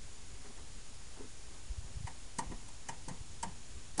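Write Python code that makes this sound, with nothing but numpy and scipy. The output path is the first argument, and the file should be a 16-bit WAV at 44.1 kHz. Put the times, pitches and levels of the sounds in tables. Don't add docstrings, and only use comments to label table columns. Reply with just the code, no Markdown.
import sys
import numpy as np
from scipy import signal
from scipy.fft import rfft, irfft
from scipy.io import wavfile

SR = 44100
rng = np.random.default_rng(int(sys.argv[2]) if len(sys.argv) > 2 else 0)


def inscribe(sig):
    pcm = np.round(np.clip(np.atleast_2d(sig).T, -1, 1) * 32767)
    wavfile.write(sys.argv[1], SR, pcm.astype(np.int16))


N = 176400
TIME = np.arange(N) / SR

# start in seconds, crackle in dB, its hold in
# seconds, tip in dB, chirp in Hz, chirp, snap and clack in dB, ring lag in seconds, ring and thud in dB.
CASE_TICKS = [(2.067, -52.5, 0.0088, -61, 8100, -67, -49.5, -48.5, 0.00075, -45, -54.5),
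              (2.3834, -41, 0.0075, -44, 8800, -48, -41.5, -44.5, .005, -30, -40.5),
              (2.513, -63, .003, -65, 7000, -65, -53, -55, .001, -50, -48),
              (2.682, -61, .005, -61, 9200, -57, -71, -70, .002, -53.5, -62),
              (2.8842, -46.5, 0.0086, -47.5, 6450, -44.5, -41.5, -45, .004, -38.5, -47.5),
              (3.0806, -45, .003, -59, 9300, -60, -53.5, -49, -.0015, -47, -47),
              (3.4261, -41.5, 0.0055, -44.5, 8250, -40, -50.5, -43.5, .003, -33.5, -46),
              (3.9758, -41.5, .0018, -52, 10100, -39.5, -55, -51, .003, -60, -45)]
def ticks():
    (starts, crackle_db, hold_s, tip_db, chirp_hz, chirp_db,
     snap_db, clack_db, ring_lag_s, ring_db, thud_db) = np.transpose(CASE_TICKS)
    crackle = slips() * bursts(starts, crackle_db, rise_s=.0036, hold_s=hold_s, t60_s=.052)
    return (crackle + tips(starts, tip_db) + chirps(starts, chirp_hz, chirp_db)
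            + snaps(starts, snap_db) + clacks(starts, clack_db)
            + case_ring(starts + ring_lag_s, ring_db) + thuds(starts, thud_db))


# frequency in Hz, spectral density in dB.
SLIP_SPECTRUM = [(1500, -1), (2500, -7), (3600, -7.5), (4300, -1.5), (4750, 0), (5500, 0), (6300, 5.5),
                 (7600, -2), (8350, 6), (9200, 1), (10100, -2.5), (11000, -12)]
def slips(per_second=9000):
    impulses = (rng.random(N) < per_second / SR) * rng.standard_normal(N)
    return coloured(SLIP_SPECTRUM, impulses)


# frequency in Hz, level in dB, t60 in seconds.
BRIGHT_MODES = [(4792, -6.5, 0.037), (5540, -8.5, 0.066), (6020, -11, 0.048), (6350, -2, 0.04),
                (6670, -11, 0.033), (7480, 2, 0.084), (8150, -4, 0.064), (8390, 0, .055), (9030, -5, .045),
                (9170, -11, .055), (9950, -4, 0.061)]
def tips(starts, levels_db):
    return ring(starts, levels_db, BRIGHT_MODES, rise_s=.003)


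def chirps(starts, pitches_hz, levels_db):
    return sum(resonant(hz, width_hz=290) * bursts([start], [db], rise_s=.0036, hold_s=.0015, t60_s=.019)
               for start, hz, db in zip(starts, pitches_hz, levels_db))


# frequency in Hz, level in dB, t60 in seconds.
WOODY_MODES = [(1696, -5, 0.044), (1880, -3, 0.099), (2064, -9, 0.05), (2430, -12, 0.079),
               (2964, -7, 0.064)]
def snaps(starts, levels_db, lag_s=.0028):
    return ring(starts + lag_s, levels_db, WOODY_MODES, rise_s=.0032, scatter_turns=.31)


# frequency in Hz, spectral density in dB.
CLACK_SPECTRUM = [(400, -16), (600, -5), (750, 5), (920, 10.5), (1150, -4), (1380, -7.5), (1750, -2),
                  (2050, -2), (2600, -16), (3000, -6.5), (4000, -32)]
def clacks(starts, levels_db, lag_s=.00065, rise_s=.0077, hold_s=.0047):
    hit = bursts(starts + lag_s, levels_db, rise_s, hold_s, t60_s=.065)
    tail = bursts(starts + lag_s, levels_db - 4.5, rise_s, hold_s, t60_s=.3)
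    return coloured(CLACK_SPECTRUM) * hit + coloured(CLACK_SPECTRUM) * tail


# frequency in Hz, level in dB, t60 in seconds.
HOLLOW_MODES = [(693, -19.5, 0.25), (852, -14.5, 0.12), (920, -4, 0.11), (989, -5.5, 0.12),
                (1155, -15.5, .11), (1934, -28, 0.2)]
def case_ring(starts, levels_db):
    return ring(starts, levels_db, HOLLOW_MODES, rise_s=.0045, scatter_turns=.16)


# frequency in Hz, level in dB, t60 in seconds.
LOW_MODES = [(139.5, -8.5, 0.91), (180, -2, 0.21), (232.3, -9.5, 0.29), (265.4, -11.5, 0.45),
             (417, -24, 0.11), (506, -9, 0.2)]
# frequency in Hz, spectral density in dB.
THUD_SPECTRUM = [(60, -5), (110, 6.5), (180, 1), (380, -1), (600, -11.5), (1000, -7), (2000, -42)]
def thuds(starts, levels_db, rise_s=.0054):
    modes = ring(starts, levels_db, LOW_MODES, rise_s)
    noise = coloured(THUD_SPECTRUM) * bursts(starts, levels_db - 4.5, rise_s, hold_s=0, t60_s=.37)
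    return modes + noise


# start in seconds, level in dB, pitch in Hz,
# grit and crackle in dB relative to that level.
FINGER_KNOCKS = [(0.452, -67, 292, 6, -28), (.506, -69, 396, -1, -25), (1.193, -49, 266, -8, -32),
                 (1.206, -50, 427, -8, -32), (1.24, -53, 424, 0, -32), (2.499, -46, 206, -2, -32),
                 (2.512, -52, 340, 6, -22), (3.077, -46, 285, -3.5, -32), (3.111, -45.5, 172, -23, -30),
                 (3.434, -37, 715, -11, -28), (3.467, -43, 183, -10, -30), (3.986, -39.5, 286, -10, -12),
                 (3.991, -33, 810, -8.5, -10), (3.9972, -21.5, 1465, -1.5, -13)]
# multiple of the knock's pitch, spectral density in dB.
GRIT_SPECTRUM = [(.3, 7), (.65, 2), (1.25, -2), (1.7, -29.5), (4, -29)]
def knocks(rise_s=.002, t60_cycles=20):
    out, crackle = np.zeros(N), slips()
    for start, db, hz, grit_db, crackle_db in FINGER_KNOCKS:
        tone = np.sqrt(2) * np.sin(2 * np.pi * hz * (TIME - start))
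        grit = coloured([(multiple * hz, level) for multiple, level in GRIT_SPECTRUM])
        noise = from_db(grit_db) * grit + from_db(crackle_db) * crackle
        out += tone * bursts([start], [db], rise_s, hold_s=0, t60_s=t60_cycles / hz)
        out += noise * bursts([start], [db], rise_s, hold_s=0, t60_s=.11)
    return out


# middle in seconds, peak in dB, pitch in Hz.
HAND_BUMPS = [(1.713, -30.5, 44), (1.788, -31, 68), (1.816, -44.5, 81), (1.849, -42, 110),
              (1.864, -42.5, 58.6), (1.958, -45, 112), (1.973, -35, 82), (2.009, -36.5, 110),
              (2.049, -29.5, 88), (2.477, -38, 39.8), (2.508, -40, 45), (2.551, -37, 26), (3.213, -35, 69)]
def bumps(width_cycles=.34):
    out = np.zeros(N)
    for middle, db, hz in HAND_BUMPS:
        cycles = (TIME - middle) * hz
        bell = np.exp(-.5 * np.minimum((cycles / width_cycles) ** 2, 40))
        out += from_db(db) * np.cos(2 * np.pi * cycles) * bell
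    return out


# middle and half-length in seconds, dull part and scratch in dB.
FINGER_RUBS = [(0.462, 0.026, -59.5, -59.5), (0.507, 0.018, -60, -69), (0.587, 0.026, -61, -61),
               (1.017, 0.0067, -79, -59.5), (1.175, 0.0098, -57, -59), (1.207, 0.022, -54, -58.5),
               (1.253, 0.033, -56.5, -74), (1.547, 0.063, -59, -66), (1.88, 0.021, -64, -63),
               (2.521, 0.016, -49.5, -58.5)]
# frequency in Hz, spectral density in dB.
DULL_SPECTRUM = [(100, -4), (190, -12), (240, 7), (310, 0), (365, -3), (405, 7), (460, -9), (560, -15),
                 (1000, -22), (3000, -40)]
SCRATCH_SPECTRUM = [(300, -30), (600, -4), (920, 2), (1400, -6.5), (2100, -7), (4000, -41)]
def rubs():
    out, dull, scratch = np.zeros(N), coloured(DULL_SPECTRUM), coloured(SCRATCH_SPECTRUM)
    for middle, half_length, dull_db, scratch_db in FINGER_RUBS:
        swell = 1 / (1 + ((TIME - middle) / half_length) ** 2) ** 2
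        out += swell * (from_db(dull_db) * dull + from_db(scratch_db) * scratch)
    return out


# frequency in Hz, rms level in dB.
WHINE_TONES = [(7246, -81), (9600, -75), (10098, -79)]
# frequency in Hz, spectral density in dB.
HISS_SPECTRUM = [(200, -6), (500, 0.5), (900, 1.5), (1400, -1), (2500, -0.5), (4000, -0.5), (5500, 0.5),
                 (6300, 0.5), (6950, 5), (7600, 0), (9000, -2), (10000, -3), (11000, -9.5)]
def camera_noise(wander_hz=2.1):
    whine = np.zeros(N)
    for hz, db in WHINE_TONES:
        turns = np.cumsum(hz + wander_hz * drift(rate_hz=8.3)) / SR
        whine += from_db(db) * np.sqrt(2) * np.sin(2 * np.pi * turns)
    return whine + from_db(-56.5) * coloured(HISS_SPECTRUM)


# frequency in Hz, spectral density in dB.
RUMBLE_SPECTRUM = [(12, 7.5), (25, 0.5), (55, 0), (80, -3.5), (120, -9), (170, -16), (260, -20), (450, -23),
                   (1000, -45)]
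def rumble(level_db=-52, swell_db=1.5):
    return from_db(level_db + swell_db * drift(rate_hz=5.6)) * coloured(RUMBLE_SPECTRUM)


# frequency in Hz, width in Hz, rms level in dB.
HOLLOW_BANDS = [(241.6, 17, -72.5), (407, 25, -78.5)]
def hollows():
    return sum(from_db(db) * resonant(hz, width) for hz, width, db in HOLLOW_BANDS)


def from_db(db):
    return 10 ** (np.asarray(db) / 20)


def rms_one(x):
    return x / np.sqrt(np.mean(x ** 2) + 1e-20)


def coloured(spectrum, source=None):
    hz, db = np.transpose(spectrum)
    f = np.maximum(np.fft.rfftfreq(N, 1 / SR), 1e-3)
    octaves_outside = np.maximum(np.log2(hz[0] / f), 0) + np.maximum(np.log2(f / hz[-1]), 0)
    gain = from_db(np.interp(np.log(f), np.log(hz), db) - 10 * octaves_outside)
    source = rng.standard_normal(N) if source is None else source
    return rms_one(irfft(rfft(source) * gain, N))


def resonant(hz, width_hz):
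    peak = signal.iirpeak(hz, hz / width_hz, fs=SR)
    return rms_one(signal.lfilter(*peak, rng.standard_normal(N)))


def drift(rate_hz):
    f = np.fft.rfftfreq(N, 1 / SR)
    return rms_one(irfft(rfft(rng.standard_normal(N)) / (1 + (f / rate_hz) ** 2), N))


def envelope(t, rise_s, hold_s, t60_s):
    return np.clip(t / rise_s, 0, 1) * from_db(-60 * np.clip((t - rise_s - hold_s) / t60_s, 0, 2))


def bursts(starts, levels_db, rise_s, hold_s, t60_s):
    out, t = np.zeros(N + SR), TIME[:SR // 2]
    for start, db, hold in zip(starts, levels_db, np.broadcast_to(hold_s, len(starts))):
        i = int(np.clip(start * SR, 0, N))
        out[i:i + len(t)] += from_db(db) * envelope(t, rise_s, hold, t60_s)
    return out[:N]


def ring(starts, levels_db, modes, rise_s, scatter_turns=1, spread_db=1):
    out, t = np.zeros(N + SR), TIME[:SR // 2]
    for start, db in zip(starts, levels_db):
        i = int(np.clip(start * SR, 0, N))
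        for k, (hz, mode_db, t60_s) in enumerate(modes):
            swing = (-1) ** k * np.sin(2 * np.pi * (hz * t + scatter_turns * rng.random()))
            strength = from_db(db + mode_db + spread_db * rng.standard_normal())
            out[i:i + len(t)] += strength * swing * envelope(t, rise_s, 0, t60_s)
    return out[:N]


def scene():
    handling = ticks() + knocks() + bumps() + rubs()
    background = camera_noise() + rumble() + hollows()
    return np.tile(handling + background, (2, 1))


def record(dry, cutoff_hz=10500, offset=-.0066):
    lowpass = signal.butter(22, cutoff_hz, fs=SR, output="sos")
    return offset + signal.sosfilt(lowpass, dry)


dry = scene()
out = record(dry)
inscribe(out)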